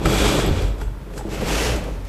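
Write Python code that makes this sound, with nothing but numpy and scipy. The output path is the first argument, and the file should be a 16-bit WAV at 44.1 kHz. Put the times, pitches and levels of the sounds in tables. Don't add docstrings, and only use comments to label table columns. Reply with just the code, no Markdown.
import sys
import numpy as np
from scipy import signal
from scipy.fft import rfft, irfft, next_fast_len
from scipy.io import wavfile
from scipy.ndimage import map_coordinates

SR = 44100
rng = np.random.default_rng(int(sys.argv[2]) if len(sys.argv) > 2 else 0)


def store_pcm(level_fs):
    pcm = np.round(np.clip(level_fs, -1, 1) * 32767).astype(np.int16)
    wavfile.write(sys.argv[1], SR, np.atleast_2d(pcm).T)


def volts(x):
    e = np.asarray(x, float) / 20
    return 10 ** e


N = 91772

# time_s, scrape_db, chatter_db, weight_db, treble_db
PULLS = [(0, -41, -20, 13, -11), (.045, -35.5, -16, 12.5, 2.5), (.058, -23.5, -23, 6.5, -15),
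         (.08, -29, -11.5, 8.5, 1), (.14, -24, -12, 7, -0.5), (.2, -23.5, -12.5, 2, 0),
         (.27, -22, -16, 5, 0.5), (.35, -25, -14, 5, -0.5), (.42, -29.5, -19, 8, 3),
         (.48, -29.5, -14, 7, -19), (.53, -34.5, -24, 6.5, -4.5), (.62, -34.5, -20, 7, -3),
         (.68, -41, -14, 12.5, -2), (.73, -52.5, -18, 13.5, -5), (.77, -55.5, -14, 22.5, -3),
         (.82, -45.5, -13, 11, 0), (.88, -63.5, -12, 14, 3.5), (.97, -63, -28, 19, -2),
         (1.1, -53.5, -14, 13, -12), (1.18, -50.5, -12.5, 19, 19), (1.25, -54.5, -21, 15.5, -1.5),
         (1.285, -44.5, -23, 12.5, -8), (1.3, -41, -19, 6, 2), (1.34, -30.5, -10, 4.5, -2.5),
         (1.39, -36, -18, 7.5, -1), (1.44, -32.5, -15, 6, 0.5), (1.5, -27, -4, 1.5, 2),
         (1.56, -24, -14, -0.5, 3), (1.63, -24, -12, 0, 3.5), (1.7, -27, -12, 1.5, 1.5),
         (1.76, -33, -13, 8, 2), (1.82, -45.5, -16, 14, 2), (1.9, -49, -16, 15.5, 6),
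         (2.03, -53.5, -13, 11.5, 2), (2.08, -44.5, -14, 2, 1)]
SECOND_PULL_S = 1.27
# freq_hz, relative_level_db
RAIL_COLOURS = [
    [(290, -4), (500, -20), (705, -12.5), (1340, -11.5), (1690, -15), (3360, -13.5), (4540, -18.5),
     (7820, -20.5), (14500, -39.5), (15300, -48)],
    [(290, -28), (500, 0), (545, -12), (594, -9.5), (913, -8.5), (1010, -12), (1670, -12), (2600, -10.5),
     (4110, -17), (6050, -18), (10700, -28.5), (12000, -37), (15300, -40)],
]
# freq_hz, width_hz, relative_level_db
RUNNERS = [
    [(2380, 200, -1), (3370, 220, 0)],
    [(2600, 350, 0), (11900, 700, -9)],
]
SINGING_DB = [-7.5, -16]
SLIPS_PER_S, SLIP_SPREAD_DB, SMOOTH_POWER_SHARE = 2300, 0.5, 0.54
UNEVEN_DB = 0.6

# freq_hz, relative_level_db, t60_s
GLIDER_MODES = [(4810, -11, .03), (7690, -4, .055), (8870, -14, .03), (11560, -6.5, .04),
                (14350, -15, .025)]
CHATTER_PER_S, CHATTER_SPREAD_DB = 300, 3
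DETUNE = 0.012
BUNCHED_S, BUNCHED_DB = 1.4, 10
FREE_RING = 3

# freq_hz, width_hz, relative_level_db
RAIL_MODES = [(125.8, 18.8, -3), (163.6, 8.7, 3), (194.4, 19.2, -3), (291, 38, -2.5), (408, 45, -3),
              (480, 33, -5), (530.3, 56, -3.5), (660, 360, -11.5), (1050, 700, -17.5)]
# freq_hz, t60_s
ROOM_T60 = [(100, 0.69), (1000, 0.9), (10000, 0.45)]
ROOM_DB = -10.5
# time_s, pitch_hz, level_db
SWAY_PATH = [(0.0, 46.7, -20.5), (0.03, 48.2, -42), (0.06, 50.5, -16.5), (0.11, 48.5, -25),
             (0.29, 54.6, -19), (0.32, 48.6, -32.5), (0.52, 48.5, -17.5), (0.54, 46.1, -38),
             (0.65, 47.14, -16.5), (0.77, 48.5, -29), (0.87, 48.8, -23.5), (1.01, 47.3, -37),
             (1.33, 47.3, -31), (1.38, 47.97, -31.5), (1.55, 49, -24.5), (1.66, 59.75, -26),
             (1.72, 58.33, -20), (1.8, 51.2, -29), (1.87, 46.93, -27.5), (2.08, 48.4, -32)]
# freq_hz, relative_level_db
SHUDDER_COLOUR = [(15, -30), (28, 15), (45, 7.5), (80, 12), (130, 3.5), (200, -46)]
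SHUDDER_DB = -6.5
# freq_hz, relative_level_db
AIR_COLOUR = [(100, -22), (140, -3), (300, -14.5), (700, -21.5), (1500, -25), (3000, -34), (6000, -41),
              (10000, -42.5), (15400, -44)]
AIR_DB = -41.5

# start_s, level_db, pitch_hz, t60_s
THUD_EVENTS = [(.052, -14, 330, .05), (.056, -14, 1300, .04), (.072, -12, 300, .04), (.242, -14, 420, .1),
               (.391, -14, 300, .06), (.485, -14, 300, .05), (.57, -18, 100, .3), (.879, -34, 1000, .02),
               (1.074, -28, 380, .04), (1.101, -30, 500, .03), (1.318, -20, 300, .03),
               (1.89, -23, 400, .05), (.511, -7, 86, .18), (.8155, -26, 880, .05), (1.192, -24, 850, .03),
               (1.2095, -21, 780, .03), (1.249, -25, 500, .025), (1.2525, -17, 340, .04)]
PARTIALS = [(.62, .35), (1, 1), (1.6, .45), (2.4, .25)]
THUD_RISE_S = 0.00095
# start_s, level_db, ring_db
KNOCKS = [(0.0553, -15.5, -18.5), (0.3974, -20.5, -20), (0.6184, -25, -17), (0.6794, -37, -16),
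          (0.7208, -43, -16), (0.7811, -37, -18), (0.7998, -40, -13), (0.8129, -29, -13),
          (1.1359, -35.5, -20), (1.1774, -25.5, -17), (1.291, -37, -16), (1.321, -37, -16),
          (1.3824, -32, -19), (1.4115, -27, -14), (1.7594, -22, -14), (1.8382, -29.5, -11),
          (2.0502, -36.5, -16)]
# freq_hz, relative_level_db
CRACK_COLOUR = [(300, -32), (1500, 12), (2500, 0), (6000, -3), (12000, -10), (15500, -26)]
CRACK_T60_S = 0.044
TOP_HZ = 15050


def unit(x):
    return x / np.sqrt(np.mean(x ** 2) + 1e-20)


def along(points, hz):
    f, v = np.transpose(points)
    return np.interp(np.log(hz + 1), np.log(f + 1), v)


def curves(rows):
    time_s, *columns = np.transpose(rows)
    return [np.interp(np.arange(N) / SR, time_s, column) for column in columns]


def wobble(knots_per_s):
    return map_coordinates(rng.standard_normal(400), [np.arange(N) * knots_per_s / SR])


def filtered(x, response):
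    size = next_fast_len(N + SR // 2)
    return irfft(rfft(x, size) * response(np.fft.rfftfreq(size, 1 / SR)), size)[:N]


def coloured(x, points):
    return filtered(x, lambda f: volts(along(points, f)))


def mode(hz, width_hz):
    return lambda f: 1j * f * width_hz / (hz * hz - f * f + 1j * f * width_hz)


def contacts(rate_per_s, spread_db):
    chance, size, sign = rng.random((3, N))
    heights = volts(-spread_db * np.log(size + 1e-9)) * np.sign(sign - 0.5)
    return unit((chance < rate_per_s / SR) * heights)


def scrape(treble_db):
    smooth = np.sqrt(SMOOTH_POWER_SHARE) * rng.standard_normal(N)
    grains = np.sqrt(1 - SMOOTH_POWER_SHARE) * contacts(SLIPS_PER_S, SLIP_SPREAD_DB)
    rub = (smooth + grains) * volts(UNEVEN_DB * wobble(14.35) + 0.75 * wobble(55))
    pulls = []
    for colour, runner, sing_db in zip(RAIL_COLOURS, RUNNERS, SINGING_DB):
        def runner_response(f):
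            return sum(volts(db) * mode(hz, width_hz)(f) ** 2 for hz, width_hz, db in runner)

        sing = filtered(contacts(1800, 2.2), runner_response)
        body = coloured(rub, [(150, -52)] + list(colour))
        pulls.append(unit(body) + volts(sing_db) * unit(sing))
    both = np.where(np.arange(N) < SECOND_PULL_S * SR, *pulls)
    treble = filtered(both, lambda f: 1 / (1 + (5500 / (f + 1)) ** 4))
    return both + (volts(treble_db) - 1) * treble


def chatter():
    out = np.zeros(N)
    for glider in (-1, 0, 1):
        def ring_response(f):
            total = 0
            for hz, db, t60_s in GLIDER_MODES:
                width_hz = np.log(1000) / np.pi / t60_s
                total = total + volts(db) * np.sqrt(t60_s) * mode(hz * (1 + DETUNE * glider), width_hz)(f)
            return total

        out += filtered(contacts(CHATTER_PER_S, CHATTER_SPREAD_DB), ring_response)
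    return unit(out)


def drone():
    judder = rng.standard_normal(N) * volts(UNEVEN_DB * wobble(29.86) + 2.1 * wobble(90))

    def rail_response(f):
        return sum((-1) ** k * volts(db) * mode(hz, width_hz)(f)
                   for k, (hz, width_hz, db) in enumerate(RAIL_MODES))

    return unit(filtered(judder, rail_response))


def room(x):
    hz, t, noise = signal.stft(rng.standard_normal(SR // 2), SR, nperseg=256)
    decay = volts(-60 * t / along(ROOM_T60, hz)[:, None])
    tail = signal.istft(noise * decay, SR, nperseg=256)[1]
    delayed = np.pad(x, (200, 0))
    return signal.fftconvolve(delayed, tail / np.linalg.norm(tail))[:N]


def sway():
    pitch_hz, level_db = curves(SWAY_PATH)
    phase = 2 * np.pi * np.cumsum(pitch_hz) / SR + 0.5 * wobble(25.16)
    shudder = unit(coloured(rng.standard_normal(N), SHUDDER_COLOUR))
    partials = np.sin(phase) + volts(-14.5) * np.sin(2 * phase)
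    tone = np.sqrt(2) * volts(UNEVEN_DB * wobble(20)) * partials
    return volts(level_db) * (tone + volts(SHUDDER_DB) * shudder)


def room_tone():
    air = filtered(rng.standard_normal(N), lambda f: volts(along(AIR_COLOUR, f)) * (f > 100))
    return volts(AIR_DB) * unit(air)


def thuds():
    out, t = np.zeros(N + SR), np.arange(SR // 2) / SR
    rise = 1 - np.exp(-t / THUD_RISE_S)
    for start_s, level_db, pitch_hz, t60_s in THUD_EVENTS:
        ring = sum(share * volts(-60 * t * ratio / t60_s) * np.sin(2 * np.pi * ratio * pitch_hz * t)
                   for ratio, share in PARTIALS)
        out[round(start_s * SR):][:len(t)] += volts(level_db) * ring * rise
    return out[:N]


def knocks():
    rings, cracks, t = np.zeros(N + SR), np.zeros(N), np.arange(SR // 4) / SR
    for start_s, level_db, ring_db in KNOCKS:
        luck = rng.standard_normal((len(GLIDER_MODES) * 2, 2))
        lasts = FREE_RING if start_s < BUNCHED_S else 1
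        ring = 0
        for (hz, db, t60_s), (level_luck, pitch_luck) in zip(GLIDER_MODES * 2, luck):
            envelope = volts(db + 0.95 * level_luck - 60 * t / (lasts * t60_s))
            ring = ring + envelope * np.sin(2 * np.pi * hz * (1 + DETUNE / 2 * pitch_luck) * t)
        rings[round(start_s * SR):][:len(t)] += volts(level_db + ring_db) * ring * (1 - np.exp(-t / 0.0021))
        after_s = np.maximum(np.arange(N) / SR - start_s, 0)
        cracks += volts(level_db - 3.5 - 60 * after_s / CRACK_T60_S) * (1 - np.exp(-after_s / 0.00089))
    return rings[:N] + cracks * unit(coloured(rng.standard_normal(N), CRACK_COLOUR))


def scene():
    pull_db, chatter_db, weight_db, treble_db = curves(PULLS)
    bunched_db = BUNCHED_DB * np.clip((np.arange(N) / SR - BUNCHED_S) / 0.13, 0, 1)
    drag = scrape(treble_db)
    drag = drag + volts(chatter_db - bunched_db) * chatter()
    drag = drag + volts(weight_db) * drone()
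    curtain = volts(pull_db) * drag + thuds() + knocks()
    mix = volts(-1.1) * curtain + volts(ROOM_DB) * room(curtain) + sway() + room_tone()
    return mix[None]


def roll_off(x):
    return signal.sosfilt(signal.butter(12, 15490, fs=SR, output="sos"), x)


def record(dry):
    mix = filtered(dry[0], lambda f: f < TOP_HZ)[None]
    return roll_off(mix)


dry = scene()
out = record(dry)
store_pcm(out)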